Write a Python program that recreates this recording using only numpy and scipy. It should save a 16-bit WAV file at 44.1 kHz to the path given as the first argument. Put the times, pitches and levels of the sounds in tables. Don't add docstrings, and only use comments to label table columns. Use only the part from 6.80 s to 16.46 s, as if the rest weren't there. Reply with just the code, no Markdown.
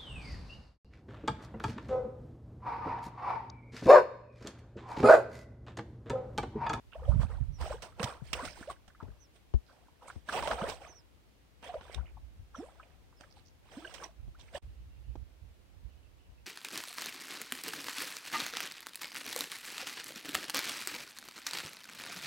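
import sys
import numpy as np
from scipy import signal
from scipy.fft import rfft, irfft, next_fast_len
from scipy.io import wavfile
from scipy.ndimage import uniform_filter1d, map_coordinates

SR = 44100
rng = np.random.default_rng(int(sys.argv[2]) if len(sys.argv) > 2 else 0)


def wav_record(signal):
    frames = np.transpose(np.atleast_2d(signal))
    bounded = np.clip(frames, -1, 1)
    quanta = np.round(bounded * 32767).astype(np.int16)
    wavfile.write(sys.argv[1], SR, quanta)


N = 426006

# (frequency [Hz], level [dB])
CHURN_SPECTRUM = [(100, -30), (220, 0.5), (360, -14), (520, -2.5), (900, -1.5), (1500, -3.5), (2100, -12.5),
                  (3200, -12.5), (6000, -27), (12000, -80)]
# (frequency [Hz], coherence [0-1])
WATER_COHERENCE = [(150, 0.83), (600, 0.95), (1300, 0.56), (2500, 0.15), (5000, 0.058)]


def splash_levels(attack_s=0.075, settle_db=-35, settle_t60=0.56):
    # (time [s], churn level [dB], spray level [dB], hold [s], decay T60 [s])
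    splashes = [(0.144, -55, -74, 0.07, 0.27), (0.241, -49.5, -69, 0.065, .1),
                (0.289, -48.5, -62, 0.039, 0.41), (0.411, -42.5, -53, 0.019, 0.14),
                (0.499, -49, -64.5, 0.025, 0.41), (0.809, -43, -50.5, 0.066, 0.26),
                (0.905, -45.5, -53, 0.023, 0.25), (1.033, -46, -53.5, 0.0038, 0.29),
                (1.203, -38.5, -51, 0.082, 0.34), (1.453, -73, -59, 0.064, 0.25),
                (1.545, -41, -48, 0.022, 0.14), (1.59, -40.5, -51.5, 0.046, 0.16),
                (1.649, -61, -45, 0.0036, 0.35), (1.76, -53.5, -55.5, 0.071, 0.34),
                (1.902, -45.5, -49.5, 0.013, 0.079), (2.209, -55.5, -80, 0.011, 0.52),
                (2.559, -75, -62.5, 0.004, 0.11), (2.89, -62.5, -73, 0.04, 0.99),
                (3.228, -54.5, -67, 0.039, .2), (3.28, -59.5, -59, 0.018, 0.4),
                (3.493, -49, -46.5, 0.011, 0.25), (3.537, -34.5, -41.5, 0.061, 0.13),
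                (3.639, -39.5, -45, 0.053, 0.22), (3.705, -35.5, -47.5, 0.022, 0.41),
                (3.789, -36.5, -53, 0.077, 0.31), (3.888, -39.5, -42, 0.0063, 0.26),
                (4.014, -49, -60.5, 0.037, 0.4), (4.843, -49, -55, 0.038, 0.11),
                (4.876, -52, -66.5, 0.11, 0.19), (5.022, -56, -64.5, 0.13, 0.2),
                (5.13, -65, -56, 0.0093, 0.13), (5.169, -53, -75, 0.01, 0.43),
                (5.758, -54.5, -65, 0.015, 1), (5.978, -63, -74.5, 0.038, 1),
                (6.408, -60, -66.5, 0.021, 0.36), (6.568, -66, -68, 0.0076, 0.27),
                (6.852, -65, -71.5, 0.089, .2), (6.921, -54.5, -60, 0.12, 0.23),
                (7.051, -54, -58.5, 0.19, 0.22), (7.212, -48, -59, 0.051, 0.06), (7.59, -65, -66, .02, 1),
                (7.748, -45.5, -50.5, 0.048, 0.055)]
    bursts = np.array([swell(s, attack_s, hold, t60) for s, _, _, hold, t60 in splashes])
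    settling = np.array([swell(s, attack_s, hold, settle_t60) for s, _, _, hold, _ in splashes])
    shapes = np.maximum(bursts, settling + settle_db)
    churn_db, spray_db = np.transpose(splashes)[1:3, :, None]
    return power_sum(shapes + churn_db), power_sum(shapes + spray_db), power_sum(settling + churn_db)


def slaps(body_db=-7, crack_db=-3, attack_s=0.0006):
    # (time [s], level [dB], spray relative to that level [dB], decay T60 [s])
    smacks = [(0.411, -47, -29, 0.087), (0.812, -27.5, -13, 0.028), (1.021, -41, 1.5, 0.11),
              (1.196, -21.5, -27, 0.02), (1.229, -24.5, -2.5, 0.044), (1.241, -33, 6.5, 0.031),
              (1.5314, -21.5, 1, 0.029), (1.651, -29.5, -6, 0.05), (2.078, -47.5, -7, 0.07),
              (3.487, -27.5, -18, 0.052), (3.524, -34, -5, 0.092), (3.624, -25.5, -11.5, 0.043),
              (3.674, -21, -16.5, 0.046), (3.711, -22, -23, 0.11), (3.841, -31, -22, 0.024),
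              (3.897, -28, -6.5, 0.042), (4.826, -40, -17, 0.067), (4.941, -37.5, -28, 0.038),
              (5.0101, -34, -35, 0.024), (5.145, -39.5, 5.5, 0.022), (6.409, -33.5, -9, 0.015),
              (7.139, -45.5, 4.5, 0.14), (7.236, -43, 1, 0.075)]
    # (frequency [Hz], level [dB])
    crack_spectrum = [(700, -45), (1600, -1.5), (2900, 2), (4500, -5), (5600, -0.5), (7000, -9.5),
                      (8500, -4), (9500, -12), (10800, -26), (15500, -18)]
    body, crack, t = np.zeros(N), np.zeros(N), np.arange(SR // 4) / SR
    for s, db, spray_db, t60 in smacks:
        burst = amp(db - 60 * t / t60) * (1 - np.exp(-t / attack_s))
        add(body, s, amp(body_db) * burst)
        add(crack, s, amp(crack_db + spray_db) * burst)
    body_noise = paired(steadied(noise(CHURN_SPECTRUM), span_s=0.019))
    crack_noise = paired(steadied(noise(crack_spectrum), span_s=0.019))
    return body * body_noise + crack * crack_noise


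def churn(level_db, foam=0.33):
    bubbles = np.array([cloud(per_s=620, centre_hz=978.7, spread=1.148, q=14.4, rise=0.16,
                              scatter_db=3.5, samples=1400) for _ in range(2)])
    body = coloured(unit(bubbles) + foam * rng.standard_normal((2, N)), CHURN_SPECTRUM)
    return amp(level_db - 2.5) * paired(steadied(body, span_s=0.026))


def spray(level_db, mist=0.79):
    # (frequency [Hz], level [dB])
    spectrum = [(700, 9), (1600, -5.5), (2900, -4), (4500, -5), (5600, -3.5), (7000, -10.5), (8500, 1.5),
                (9500, -7.5), (10800, -32), (13000, -15.5), (15500, -10.5)]
    drops = np.array([cloud(per_s=2800, centre_hz=4360, spread=1.084, q=18.4, rise=0.12,
                            scatter_db=1.5, samples=300) for _ in range(2)])
    patter = coloured(unit(drops) + mist * rng.standard_normal((2, N)), spectrum)
    return amp(level_db) * paired(lumpy(steadied(patter, span_s=0.09), depth_db=2))


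def slosh(spray_db):
    # (frequency [Hz], level [dB])
    spectrum = [(700, -15), (1200, 4), (1800, -6.5), (2700, -0.5), (3500, -0.5), (4100, -17), (5000, -31),
                (9000, -45)]
    # (time [s], level [dB])
    closeness = [(0, -16), (4.4, -4), (4.8, 2), (7.8, -6)]
    pockets = np.array([cloud(per_s=700, centre_hz=2540, spread=0.46, q=27, rise=0.04,
                              scatter_db=-1.5, samples=600) for _ in range(2)])
    foam = rng.standard_normal((2, N))
    body = steadied(coloured(unit(pockets) + foam, spectrum), span_s=0.042)
    return amp(spray_db + curves(closeness)[0]) * paired(lumpy(body, depth_db=4))


def single_bubbles():
    # (time [s], level [dB], first pitch [Hz], pitch after the glide [Hz], glide [s])
    pockets = [(.152, -39.5, 570, 716, 0.026), (.218, -42, 497, 536, 0.027), (.277, -32.5, 556, 620, 0.032),
               (.86, -32.5, 575, 710, 0.0088), (.906, -30.5, 554, 645, 0.015),
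               (.918, -37.5, 710, 1150, 0.016), (0.939, -37, 412, 560, 0.026),
               (1.198, -33.5, 165, 229, .024), (1.2, -33, 421, 660, 0.032), (1.235, -28, 96, 136, 0.024),
               (1.242, -32.5, 188, 220, 0.013), (1.588, -36, 900, 1315, 0.029),
               (1.624, -40, 232, 300, 0.035), (1.676, -40, 1270, 1620, 0.0099),
               (1.809, -39.5, 202, 280, 0.0095), (1.872, -37.5, 443, 892, 0.041),
               (1.898, -34, 1120, 1150, 0.014), (3.539, -31, 666, 806, 0.036),
               (3.568, -32.5, 883, 1085, 0.034), (3.629, -33, 965, 980, 0.021),
               (3.649, -33.5, 836, 995, 0.029), (3.673, -31.5, 640, 656, 0.016),
               (3.704, -29, 547, 824, 0.021), (3.713, -28, 1330, 1470, 0.0062),
               (3.811, -33, 910, 1650, 0.018), (3.816, -32.5, 138, 267, 0.028),
               (3.838, -28.5, 435, 687, 0.015), (4.889, -37.5, 720, 750, 0.033),
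               (4.939, -33, 644, 640, 0.018), (4.951, -33, 448, 760, 0.024),
               (5.097, -38.5, 550, 556, 0.0041), (5.781, -37, 198, 452, 0.05),
               (5.797, -46, 700, 834, 0.025), (5.814, -42, 356, 660, 0.052),
               (6.566, -55.5, 885, 804, 0.019), (6.967, -38, 232, 345, 0.034),
               (7.016, -51.5, 287, 441, 0.074), (7.046, -37.5, 1554, 1670, 0.017),
               (7.546, -56.5, 1070, 1790, 0.02), (7.747, -32.5, 580, 530, 0.019)]
    # (time [s], level [dB], frequency [Hz])
    plinks = [(1.199, -36.5, 2880), (1.728, -49, 5140), (3.815, -42, 2830), (5.144, -39, 3620),
              (5.263, -59, 3000), (7.048, -45, 2850), (7.073, -43, 2820), (7.181, -46.5, 3030),
              (7.24, -37.5, 5760), (7.753, -40, 1660)]
    out = np.zeros(N)
    for s, db, first_hz, later_hz, glide_s in pockets:
        add(out, s, amp(db) * ring(first_hz, later_hz, glide_s, crest=0.3, waver=0.03))
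    for s, db, hz in plinks:
        add(out, s, amp(db) * ring(hz, hz * 1.004, glide_s=0.0084, crest=0.33, waver=0.047))
    return out


def wet_plops(crest_s=0.0037, bandwidth=0.57, tone=0.66, climb_per_s=9):
    # (time [s], level [dB], frequency [Hz])
    landings = [(0.125, -48.5, 1450), (.196, -45.5, 936), (.316, -37.5, 1070), (.414, -41, 1380),
                (.428, -39.5, 1206), (.923, -33, 1163), (1.827, -41, 1660), (2.099, -52, 1530),
                (2.148, -50.5, 1520), (2.202, -40.5, 1186), (2.893, -53.5, 1300), (3.083, -53.5, 1000),
                (3.221, -46.5, 936), (3.279, -41, 1080), (3.299, -37, 1317), (3.488, -26.5, 1415),
                (3.523, -32.5, 1136), (3.625, -30.5, 1050), (5.177, -42.5, 910), (5.369, -47.5, 867),
                (5.744, -35.5, 1260), (5.884, -47.5, 760), (5.997, -42.5, 1235), (6.029, -52, 2410),
                (6.325, -56.5, 1185), (6.433, -47, 1550), (7.222, -39.5, 1107), (7.682, -53, 2240)]
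    out, t = np.zeros(N), np.arange(SR // 16) / SR
    envelope = t / crest_s * np.exp(-t / crest_s)
    for s, db, hz in landings:
        cycles = hz * (t + climb_per_s * (t - 2 * crest_s) * t / 2)
        in_phase, quadrature = [wander(cycles * bandwidth, 200, "wrap") for _ in range(2)]
        phase = 2 * np.pi * cycles
        plop = envelope * ((tone + in_phase) * np.sin(phase) + quadrature * np.cos(phase))
        add(out, s, amp(db) * plop / abs(plop).max())
    return out


def sprinkles(log_width=0.16, grain_db=5, grains_per_s=300, attack_s=0.0026):
    # (time [s], level [dB], centre frequency [Hz], duration [s])
    showers = [(0.117, -56, 2750, 0.044), (1.529, -31, 2830, 0.0177), (1.653, -52, 4960, 0.077),
               (1.674, -50, 2310, 0.042), (2.86, -71, 4600, 0.088), (3.272, -56, 8100, 0.034),
               (3.556, -41.5, 2660, .05), (5.253, -62.5, 2290, .06), (5.773, -70, 8200, 0.16),
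               (6.502, -64, 4900, 0.045), (6.559, -66.5, 3900, 0.047), (6.649, -64.5, 5300, 0.061),
               (7.593, -58, 3450, 0.034), (7.594, -59.5, 5660, 0.03), (7.746, -49, 3060, 0.038)]
    out = np.zeros((2, N))
    for s, db, centre_hz, length in showers:
        t = np.arange(int(length * SR)) / SR
        hz = np.fft.rfftfreq(len(t), 1 / SR)
        grains = amp(grain_db * wander(t * grains_per_s, 50, "wrap"))
        band = np.exp(-(np.log((hz + 1) / centre_hz) / log_width) ** 2 / 2)
        crackle = irfft(rfft(grains * rng.standard_normal((2, len(t)))) * band, len(t))
        envelope = (1 - np.exp(-t / attack_s)) * np.sqrt(1 - t / length)
        add(out, s, amp(db) * unit(crackle) * envelope)
    return paired(out)


def gurgle(unrest_db, spray_db, merge_db=-53):
    bubbles = cloud(per_s=130, centre_hz=1267, spread=0.744, q=12.6, rise=0.12, scatter_db=4, samples=1800)
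    drips = cloud(per_s=220, centre_hz=2860, spread=0.503, q=18.5, rise=0.081, scatter_db=4.5, samples=900)
    gate, = curves([(7.78, 1), (7.8, 0)])
    drip_db = np.minimum(spray_db, merge_db) - 10
    return unit(bubbles) * gate * amp(unrest_db - 20) + unit(drips) * amp(drip_db)


def wind_and_rumble(buffet_db=3, flutter_db=-20, flutter_exponent=1.38):
    # (time [s], left level [dB], right level [dB])
    rumble_levels = [(0, -60, -66), (.8, -50, -40), (1.1, -56.5, -60), (1.55, -51, -50.5),
                     (2.0, -61.5, -62.5), (3.25, -65, -72), (3.75, -45, -47.5), (4.2, -62.5, -66),
                     (4.7, -63, -67), (5.3, -54, -51), (6.0, -60, -64), (6.8, -59.5, -64),
                     (8.2, -54, -48.5), (8.75, -64, -55), (9.66, -63, -57)]
    # (time [s], left level [dB], right level [dB], hold [s])
    strikes = [(0.19, -41.5, -44, 0.076), (0.294, -40, -23, 0.14), (0.498, -47, -34.5, 0.097),
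               (0.611, -58, -23, 0.0084), (0.691, -54, -31.5, 0.012), (0.814, -41, -30.5, 0.016),
               (.91, -39.5, -45, 0.021), (2.254, -44.5, -52, 0.062), (5.183, -31, -62, 0.024),
               (5.347, -42, -63, 0.022), (5.434, -70, -43.5, 0.028), (5.601, -42.5, -68, 0.011),
               (7.398, -58, -43, 0.094), (7.839, -49, -44, 0.062), (8.002, -48, -45.5, 0.022),
               (8.28, -52, -35.5, 0.032), (8.374, -60, -39.5, 0.051), (8.63, -61, -44, 0.014),
               (9.051, -65, -39, 0.014), (9.498, -47, -70, 0.012)]
    # (frequency [Hz], level [dB])
    boom_spectrum = [(20, -48), (35, -10.5), (57, 4.5), (72, -0.5), (110, -13), (150, -19), (220, -33.5),
                     (400, -49), (2000, -81), (8000, -100)]
    flutter_spectrum = [(70, -19), (120, -4), (175, 7), (260, -9), (400, -24), (2000, -62)]
    boom = steadied(noise(boom_spectrum), span_s=0.033)
    flutter = noise(flutter_spectrum)
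    surges = np.array([wander(np.arange(N) / 2000, N // 2000 + 4) for _ in range(2)])
    rumble = amp(curves(rumble_levels)) * unit(amp(buffet_db * surges))
    shapes = np.array([swell(s, attack_s=0.11, hold_s=hold, t60=0.18) for s, _, _, hold in strikes])
    gusts = amp([power_sum(shapes + port_db[:, None]) for port_db in np.transpose(strikes)[1:3]])
    hardness = gusts.max() * (gusts / gusts.max()) ** flutter_exponent
    return boom * np.hypot(rumble, gusts) + amp(flutter_db) * hardness * flutter


def buffets(left_db=-24):
    # (time [s], level [dB], peak frequency [Hz])
    eddies = [(.297, -11, 72), (.343, -17, 100), (.362, -13.5, 100), (.399, -14, 92), (.453, -27, 130),
              (.616, -19, 68)]
    out, t = np.zeros(N), np.arange(SR // 10) / SR
    middle = t.mean()
    for s, db, hz in eddies:
        offset_squared = (np.pi * hz * (t - middle)) ** 2
        add(out, s - middle, amp(db) * (2 * offset_squared - 1) * np.exp(-offset_squared))
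    return np.array([amp(left_db) * out, out])


def bumps(sag_s=0.0086, cycles=4.3, attack_s=0.011, tick_t60=0.082, tick_attack_s=0.0005):
    # (time [s], left level [dB], right level [dB], frequency [Hz], tick relative to thump [dB])
    knocks = [(1.418, -32, -56, 104, -12.5), (2.226, -34, -55, 73.5, -2), (2.28, -41.5, -60, 91, -4),
              (2.738, -13.5, -26, 54.6, -15), (3.358, -33, -46, 67.5, -8.5), (5.159, -29, -65, 64, -15),
              (7.476, -38.5, -36, 85, -17.5)]
    # (frequency [Hz], level [dB])
    case = [(60, 1), (250, 14.5), (500, -2.5), (1100, -15.5), (2000, -29), (6000, -35), (9000, -59),
            (15000, -75)]
    thumps, ticks, t = np.zeros((2, N)), np.zeros((2, N)), np.arange(SR // 4) / SR
    rocking = [[1], [-1]]
    for s, left_db, right_db, hz, tick_db in knocks:
        envelope = amp(-60 * t * hz / cycles) * (1 - np.exp(-t / attack_s)) ** 2
        thump = envelope * sine(hz * (1 + np.exp(-t / sag_s)))
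        ports = amp([[left_db], [right_db]])
        add(thumps, s, ports * rocking * thump / abs(thump).max())
        add(ticks, s, ports * amp(tick_db - 60 * t / tick_t60) * (1 - np.exp(-t / tick_attack_s)))
    return thumps + ticks * steadied(noise(case), span_s=0.0025)


def tap(s=8.355, db=-38, t60=0.029, attack_s=0.0008):
    # (frequency [Hz], level [dB])
    spectrum = [(100, -30), (300, 4.5), (550, 1), (1100, -9), (1700, -26), (6000, -29), (15000, -70)]
    burst, t = np.zeros(N), np.arange(SR // 4) / SR
    add(burst, s, amp(db - 60 * t / t60) * (1 - np.exp(-t / attack_s)))
    return burst * paired(steadied(noise(spectrum), span_s=0.016))


def bird_whistles(length_s=0.082, waver=0.017):
    # (time [s], level [dB], top frequency [Hz])
    whistles = [(0.721, -62, 5900), (2.389, -63, 6170), (4.066, -58, 6270), (4.135, -58, 5930),
                (5.74, -59, 6000), (6.352, -66, 5300)]
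    out, age = np.zeros(N), np.arange(int(length_s * SR)) / (length_s * SR)
    arch = np.interp(age, [0, .3, .6, 1], [.94, 1, .93, .82])
    for s, db, top_hz in whistles:
        hz = top_hz * (arch + waver * wander(age * 40, 42))
        add(out, s, amp(db) * np.sin(np.pi * age) * sine(hz))
    return scattered(out, t60=0.044, wet_db=-3)


def bird_twitter(phrase_s=0.2, notes=9, centre_hz=2780, spread=0.1, gain_db=-6):
    # (time [s], level [dB])
    phrases = [(7.83, -76), (8.1, -72), (8.53, -79), (8.78, -84), (9.05, -70.5), (9.38, -72)]
    out = np.zeros(N)
    for s, db in phrases:
        for when, pitch in rng.random((notes, 2)):
            hz = centre_hz * (1 + spread * (2 * pitch - 1))
            note = ring(hz, hz * .95, glide_s=0.041, crest=0.17, waver=0.037)
            add(out, s + when * phrase_s, amp(db + gain_db) * note)
    return scattered(out, t60=0.12, wet_db=4.5)


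def shore(level_db=-66.5):
    # (frequency [Hz], level [dB])
    spectrum = [(59, -59), (100, -11.5), (197, -17), (301, -17), (422, -21), (479, -21), (1380, -29.5),
                (1750, -29.5), (1980, -29.5), (2840, -30.5), (3990, -33), (7690, -40), (15800, -43.5)]
    # (frequency [Hz], coherence [0-1])
    coherence = [(100, 0.1), (500, 0.12), (1500, 0.011)]
    return amp(level_db) * amp([[-.4], [.4]]) * paired(noise(spectrum), coherence)


def scattered(x, t60, wet_db):
    t = np.arange(SR // 4) / SR
    tail = rng.standard_normal((2, len(t))) * amp(-60 * t / t60)
    tail /= np.linalg.norm(tail[0])
    return x + amp(wet_db) * signal.fftconvolve(np.broadcast_to(x, (2, N)), tail, axes=1)[:, :N]


def port_gains(hz):
    # (frequency [Hz], level difference [dB])
    imbalance = [(300, -3), (1300, -0.5), (2400, -10), (4500, -8.5), (8100, -17.5), (15000, -5)]
    ratio = amp(along(imbalance, hz))
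    return np.array([ratio, np.ones_like(ratio)]) * np.sqrt(2 / (1 + ratio ** 2))


def cloud(per_s, centre_hz, spread, q, rise, scatter_db, samples):
    pitch, chance, start = np.hsplit(rng.random((int(per_s * N / SR), 3)), 3)
    hz = np.clip(centre_hz * np.exp(spread * (2 * pitch - 1)), 100, SR / 3)
    k = np.arange(samples)
    age = k / SR * hz / q
    phase = 2 * np.pi * q * age * (1 + rise * np.minimum(age, 2) / 2)
    envelope = np.exp(-np.pi * age) * (1 - np.exp(-10 * age)) ** 2 * (1 - k / samples)
    strength = amp(-scatter_db * np.log(np.maximum(chance, .01)))
    positions = (start * N).astype(int) + k
    return np.bincount(positions.ravel(), (strength * envelope * np.sin(phase)).ravel(), N)[:N]


def ring(first_hz, later_hz, glide_s, crest, waver):
    age = np.arange(int(2 * glide_s * SR)) / SR / glide_s
    hz = (first_hz + (later_hz - first_hz) * age) * (1 + waver * wander(age * 5, 12))
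    return (age / crest * np.exp(1 - age / crest)) ** 2 * sine(hz)


def lumpy(x, depth_db, lump_hz=700, lump_s=0.016):
    spectra = signal.stft(x, nperseg=256)[2]
    bins, frames = np.indices(spectra.shape[1:])
    grid = [bins * SR / 256 / lump_hz, frames * 128 / SR / lump_s]
    lumps = map_coordinates(rng.standard_normal((100, 2000)), grid, order=1, mode="wrap")
    return unit(signal.istft(spectra * amp(depth_db * unit(lumps)), nperseg=256)[1][:, :N])


def swell(s, attack_s, hold_s, t60, sag_db_per_s=5):
    age = np.arange(0, N, 32) / SR - s
    rise_db = 60 * np.minimum(age, 0) / attack_s
    return rise_db - sag_db_per_s * np.clip(age, 0, hold_s) - 60 * np.maximum(age - hold_s, 0) / t60


def power_sum(swells):
    level_db = 10 * np.log10(np.sum(amp(np.maximum(swells, -130)) ** 2, axis=0))
    return np.interp(np.arange(N), np.linspace(0, N, len(level_db)), level_db)


def paired(two, coherence=WATER_COHERENCE):
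    def weights(hz):
        angle = np.arccos(np.clip(along(coherence, hz), -1, 1)) / 2
        return np.array([np.cos(angle), np.sin(angle)])
    mid, side = filtered(two, weights)
    return np.array([mid + side, mid - side])


def steadied(x, span_s):
    size = max(int(span_s * SR), 2)
    power = uniform_filter1d(uniform_filter1d(x ** 2, size), size)
    return x / np.sqrt(abs(power) + 1e-9)


def noise(spectrum):
    return coloured(rng.standard_normal((2, N)), spectrum)


def coloured(x, spectrum):
    return unit(filtered(x, lambda hz: amp(along(spectrum, hz))))


def filtered(x, response):
    size = next_fast_len(N + SR // 2)
    return irfft(rfft(x, size) * response(np.fft.rfftfreq(size, 1 / SR)), size)[..., :N]


def wander(position, knots, mode="constant"):
    return map_coordinates(rng.standard_normal(knots), [position], mode=mode)


def sine(hz):
    return np.sin(2 * np.pi * np.cumsum(hz) / SR)


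def along(points, hz):
    frequencies, values = np.transpose(points)
    return np.interp(np.log(hz + 1), np.log(frequencies + 1), values)


def curves(rows):
    times, *columns = np.transpose(rows)
    return [np.interp(np.arange(N) / SR, times, column) for column in columns]


def add(track, s, sound):
    stretch = track[..., max(round(s * SR), 0):][..., :sound.shape[-1]]
    stretch += sound[..., :stretch.shape[-1]]


def amp(db):
    return 10 ** (np.asarray(db) / 20)


def unit(x):
    return x / np.sqrt(np.mean(x ** 2) + 1e-20)


def scene():
    churn_db, spray_db, unrest_db = splash_levels()
    water = churn(churn_db) + spray(spray_db) + slosh(spray_db) + gurgle(unrest_db, spray_db)
    water += slaps() + single_bubbles() + wet_plops() + sprinkles()
    lakeside = scattered(water + tap(), t60=0.17, wet_db=-14) + bird_whistles() + bird_twitter()
    return filtered(lakeside, port_gains) + wind_and_rumble() + buffets() + bumps() + shore()


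def record(dry):
    top_hz = 15850
    dip_db, = curves([(7.781, 0), (7.79, -30), (7.815, -30), (7.825, 0)])
    return filtered(dry * amp(dip_db), lambda hz: hz < top_hz)


dry = scene()
out = record(dry)
wav_record(out)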